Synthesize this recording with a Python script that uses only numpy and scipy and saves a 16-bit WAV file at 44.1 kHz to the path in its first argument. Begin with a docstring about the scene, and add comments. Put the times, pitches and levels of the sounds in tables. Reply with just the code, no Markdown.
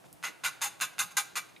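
"""A low hum and faint room noise run throughout; ticks, bumps and rubs of fingers and handle come first.
A small plastic brush then scrubs dye into damp fabric on a covered counter, in seven quick strokes.
A dull tip tap precedes each of the first five; in all seven a catch snap and dense random snaps,
filtered by resonances of tool and counter, swell and fade over a soft counter rumble.
More finger sounds fall among and after the strokes; noise echoes give the small room."""
import sys
import numpy as np
from scipy import signal
from scipy.fft import rfft, irfft
from scipy.io import wavfile
from scipy.ndimage import uniform_filter1d

SR = 44100
rng = np.random.default_rng(int(sys.argv[2]) if len(sys.argv) > 2 else 0)


def store_wav(level_fs):
    """Save 16-bit WAV to argv[1]."""
    pcm = np.round(np.clip(np.atleast_2d(level_fs), -1, 1) * 32767)
    wavfile.write(sys.argv[1], SR, pcm.T.astype(np.int16))


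N = 70560
T = np.arange(N) / SR
HZ = np.maximum(np.arange(N + 1) * SR / (2 * N), 1)
TREBLE_HZ = 4660

# brush strokes: start_s, swell_s, hold_s, lift_off_s, level_db, treble_db, knock_db, ring_hz, ring_db
BRUSH_STROKES = [(0.234, 0.0079, 0.0083, 0.071, -33, -4, 1.5, 2030, 9.5),
                 (0.4386, 0.015, 0.0083, 0.049, -28, -2, -6, 1210, 2),
                 (0.615, 0.0016, 0.031, 0.054, -30.5, 3.5, 9.5, 1100, 3),
                 (0.8091, 0.0069, 0.0062, 0.055, -28, 1.5, -4, 1587, 3),
                 (0.9897, 0.00097, 0.015, 0.056, -28.5, 5, 9, 1290, 7),
                 (1.168, 0.0022, 0.0055, 0.06, -25, 4.5, 8, 1600, 4),
                 (1.3554, 0.014, 0.0067, 0.033, -30, 0, -4.5, 1169, 5)]


def from_db(db):
    """Decibels to gain."""
    return 10 ** (np.asarray(db) / 20)


def rms_one(x):
    """Scale to rms 1."""
    return x / np.sqrt(np.mean(x ** 2) + 1e-20)


def curve(points):
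    """Interpolate (Hz, dB) points over log frequency."""
    hz, db = np.transpose(points)
    return np.interp(np.log(HZ), np.log(hz), db)


def bump(hz, width_hz):
    """Power response of a resonance, 1 on top."""
    return 1 / (1 + ((HZ ** 2 - hz ** 2) / (HZ * width_hz)) ** 2)


def treble():
    """Soft shelf from 0 in the bass to 1 in the treble."""
    return 1 / (1 + (TREBLE_HZ / HZ) ** 4)


def colour(x, db):
    """Causal minimum-phase filter that keeps the power of white noise."""
    cepstrum = irfft(np.log(rms_one(from_db(db)) + 1e-9))
    # fold the cepstrum onto positive time: minimum phase
    cepstrum[1:N] *= 2
    cepstrum[N + 1:] = 0
    response = np.exp(rfft(cepstrum))
    return irfft(rfft(x, 2 * N) * response)[..., :N]


def band(x, hz, width_hz):
    """Band-pass with the steep sides of a resonance applied twice."""
    return colour(x, 20 * np.log10(bump(hz, width_hz)))


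def click(s):
    """One-sample unit click."""
    return 1. * (np.arange(N) == int(s * SR))


def swell_shape(middle_s, half_s):
    """Gaussian rise and fall, 1/e at half_s from the middle."""
    return np.exp(-((T - middle_s) / half_s) ** 2)


def dying_noise(s, t60_s):
    """Unit-energy noise that starts at s and decays 60 dB in t60_s."""
    decay = from_db(-60 * np.maximum(T - s, 0) / t60_s)
    return rms_one(rng.standard_normal(N) * (T >= s) * decay) / np.sqrt(N)


def stereo(mid, side):
    """Left and right from mid and side."""
    return np.array([mid + side, mid - side])


def resonances_db():
    """Narrow resonant peaks of tool and counter."""
    # pitch_hz, width_hz, lift_db
    peaks = [(1070, 85, 6.5), (1240, 28, 8.5), (1473, 116, 6), (2027, 150, 7), (2337, 32, 11),
             (2655, 80, 6.5), (2833, 195, 8.5), (3535, 81, 9), (5032, 73, 7.5), (6253, 61, 11.5),
             (6442, 84, 10.5), (6730, 90, 6.5), (7150, 214, 9), (8700, 120, 3.5), (9810, 214, 8),
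             (11870, 39, 9.5)]
    return sum(db * bump(hz, width_hz) for hz, width_hz, db in peaks)


def body_db():
    """Snap spectrum plus the resonances of tool and counter."""
    # bristle snap spectrum: frequency_hz, density_db (relative)
    snap = [(100, -25), (300, -24), (500, -14), (680, -10.5), (820, -3.5), (1300, -1.5), (1620, 2),
            (1800, -5.5), (2500, -1), (3150, -8.5), (3800, -2), (5500, -10), (6600, -3.5), (7900, -11.5),
            (8600, -6.5), (10700, -9), (12200, -8.5), (13800, -21.5), (15000, -18.5), (16000, -88)]
    return curve(snap) + resonances_db()


def background():
    """Diffuse room noise, independent left and right, with a faint sine hum."""
    # quiet room spectrum: frequency_hz, density_db (relative)
    floor = [(25, -26), (60, -11), (90, -12), (120, -3), (170, 0.5), (240, -6), (310, 0.5), (450, -4.5),
             (700, 0), (1200, -7.5), (2500, -12), (5000, -16.5), (10000, -15.5), (15000, -23), (16000, -42)]
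    floor_db, hum_hz, hum_db = -59, 117, -79
    air = colour(rng.standard_normal((2, N)), curve(floor))
    hum = np.sqrt(2) * np.sin(2 * np.pi * hum_hz * T)
    return from_db(floor_db) * air + from_db(hum_db) * hum


def ticks():
    """Handle and wet cover tick: decaying noise in a band, each at its own pitch."""
    # start_s, level_db, pitch_hz, width_hz, t60_s
    tick_table = [(.041, -31.5, 790, 1380, 0.018), (.128, -25.5, 9400, 7300, 0.0093),
                  (.136, -37, 10400, 3870, .012), (0.795, -32, 8500, 7000, .004),
                  (1.5633, -24, 2200, 376, 0.02), (1.5625, -30.5, 3600, 700, 0.032)]
    return sum(from_db(db) * band(dying_noise(s, t60_s), hz, width_hz)
               for s, db, hz, width_hz, t60_s in tick_table)


def bumps():
    """Fingers bump softly on the counter: band noise in short swells."""
    # middle_s, half_length_s, level_db, pitch_hz, width_hz
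    bump_table = [(.052, 0.017, -59.5, 600, 1000), (.058, 0.022, -59, 160, 90),
                  (0.135, 0.037, -62, 140, 197), (0.291, 0.021, -56, 332, 400),
                  (0.466, 0.021, -63.5, 149, 200), (1.031, 0.035, -58, 145, 111),
                  (1.332, 0.0065, -58.5, 290, 710)]
    out = 0
    for middle_s, half_s, db, hz, width_hz in bump_table:
        push = rng.standard_normal((2, N)) * swell_shape(middle_s, half_s)
        out = out + from_db(db) * band(push, hz, width_hz)
    return out


def bristles():
    """Stick-slip: random snaps of uneven size over fine friction hiss, steady in level."""
    snaps_per_s, spread_db, hiss_db = 2600, 2, -7.5
    lift_db = spread_db * np.minimum(rng.exponential(1, N), 4)
    sizes = from_db(lift_db) * rng.choice([-1, 1], N)
    snaps = rms_one(sizes * (rng.random(N) < snaps_per_s / SR))
    x = snaps + from_db(hiss_db) * rng.standard_normal(N)
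    return x / np.sqrt(uniform_filter1d(x ** 2, size=500) + 1e-9)  # size in samples


def rubs(body):
    """Fingers and tip rub lightly: faint swells of bristle friction."""
    # middle_s, half_length_s, level_db, treble_db, hollow_db (lift of the counter's hollow tone)
    rub_table = [(0.059, 0.012, -62.5, 2, -2.5), (0.42, 0.0083, -66, -11, 3), (0.936, 0.0075, -56.5, -3, 3),
                 (1.116, 0.0098, -48.5, 4, 13), (1.405, 0.0048, -96, 1.5, 5), (1.496, 0.0087, -63, 7, 6)]
    hollow_hz, hollow_width_hz = 1290, 350
    out = 0
    for middle_s, half_s, db, treble_db, hollow_db in rub_table:
        force = bristles() * swell_shape(middle_s, half_s)
        spot = treble_db * treble() + hollow_db * bump(hollow_hz, hollow_width_hz)
        out = out + from_db(db) * colour(force, body + spot)
    return out


def thuds():
    """Counter rumbles softly under each push: low band noise in swells."""
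    level_db, pitch_hz, width_hz, half_s = -62.5, 160, 62, 0.055
    push = sum(swell_shape(s + swell_s + hold_s, half_s)
               for s, swell_s, hold_s, *_ in BRUSH_STROKES)
    return from_db(level_db) * band(rng.standard_normal((2, N)) * push, pitch_hz, width_hz)


def touches(body):
    """Tip touches down just ahead of a stroke: click through the body, treble rolled off."""
    # start_s, level_db
    touch_table = [(0.228, -21.5), (0.4366, -18.5), (0.6107, -23.5), (0.802, -18), (0.9829, -15)]
    dull_hz = 3300
    taps = sum(from_db(db) * click(s) for s, db in touch_table)
    return colour(taps, body - 10 * np.log10(1 + (HZ / dull_hz) ** 2))


def strokes(body):
    """Bristles catch with a snap; pressure swells, holds and fades as the brush lifts."""
    catch_db = 8  # first snap over the stroke's level
    first_grip = 0.43  # starting share of full pressure
    lift_power = 1.61
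    knock_hz, knock_width_hz, ring_width_hz = 816, 78, 107
    out = 0
    for s, swell_s, hold_s, lift_s, db, treble_db, knock_db, ring_hz, ring_db in BRUSH_STROKES:
        t = T - s
        grip = (t >= 0) * np.interp(t, [0, swell_s], [first_grip, 1])
        release = np.clip(1 - (t - swell_s - hold_s) / lift_s, 0, 1) ** lift_power
        force = grip * release * bristles() + from_db(catch_db) * click(s)
        knock = knock_db * bump(knock_hz, knock_width_hz)
        ring = ring_db * bump(ring_hz, ring_width_hz)
        spot = treble_db * treble() + knock + ring
        out = out + from_db(db) * space(colour(force, body + spot))
    return out


def room_tail():
    """Diffuse noise tail whose treble dies first."""
    delay_s, t60_s, treble_t60_s = 0.0094, 0.56, 0.27
    low = signal.butter(2, TREBLE_HZ, "low", fs=SR, output="sos")
    high = signal.butter(2, TREBLE_HZ, "high", fs=SR, output="sos")
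    bass_tail = signal.sosfilt(low, dying_noise(delay_s, t60_s))
    return bass_tail + signal.sosfilt(high, dying_noise(delay_s, treble_t60_s))


def space(x):
    """Direct sound, scatter off counter and hands, smoother room tail; new echoes on each call."""
    near_db, near_t60_s, near_width = -7.5, 0.053, 0.82
    near_delay_s, near_side_delay_s = .0007, .0002
    room_db, room_width = -12, 0.48
    evening = 0.45  # share of the resonances that evens out over all directions
    near_mid = dying_noise(near_delay_s, near_t60_s)
    near_side = near_width * dying_noise(near_side_delay_s, near_t60_s)
    near = stereo(near_mid, near_side)
    far = colour(stereo(room_tail(), room_width * room_tail()), -evening * resonances_db())
    echoes = from_db(near_db) * near + from_db(room_db) * far
    return x + signal.fftconvolve(x[None], echoes)[:, :N]


def scene():
    """Everything at the counter, heard in the room."""
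    body = body_db()
    small_contacts = space(ticks() + rubs(body) + touches(body))
    return background() + small_contacts + bumps() + thuds() + strokes(body)


def record(dry):
    """Microphone's stereo width and balance by frequency, then a steep top cut."""
    # frequency_hz, side_gain_db
    width_table = [(100, 0.5), (300, 5.5), (700, 2), (1500, -2), (3200, -1), (4400, -8), (6000, -8.5),
                   (7000, -17), (7800, -8), (9000, -5), (12000, -0.5)]
    # frequency_hz, left_minus_right_db
    balance_table = [(500, -0.9), (1200, -1.7), (4000, -0.1), (12000, 0.5)]
    cutoff_hz = 16150
    left, right = rfft(dry, 2 * N)
    side = (left - right) / 2 * from_db(curve(width_table))
    ports = stereo((left + right) / 2, side)
    balance = from_db(stereo(0, curve(balance_table) / 2))
    heard = irfft(ports * balance)[:, :N]
    top_cut = signal.cheby2(16, 60, cutoff_hz, fs=SR, output="sos")
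    return signal.sosfilt(top_cut, heard)


dry = scene()
out = record(dry)
store_wav(out)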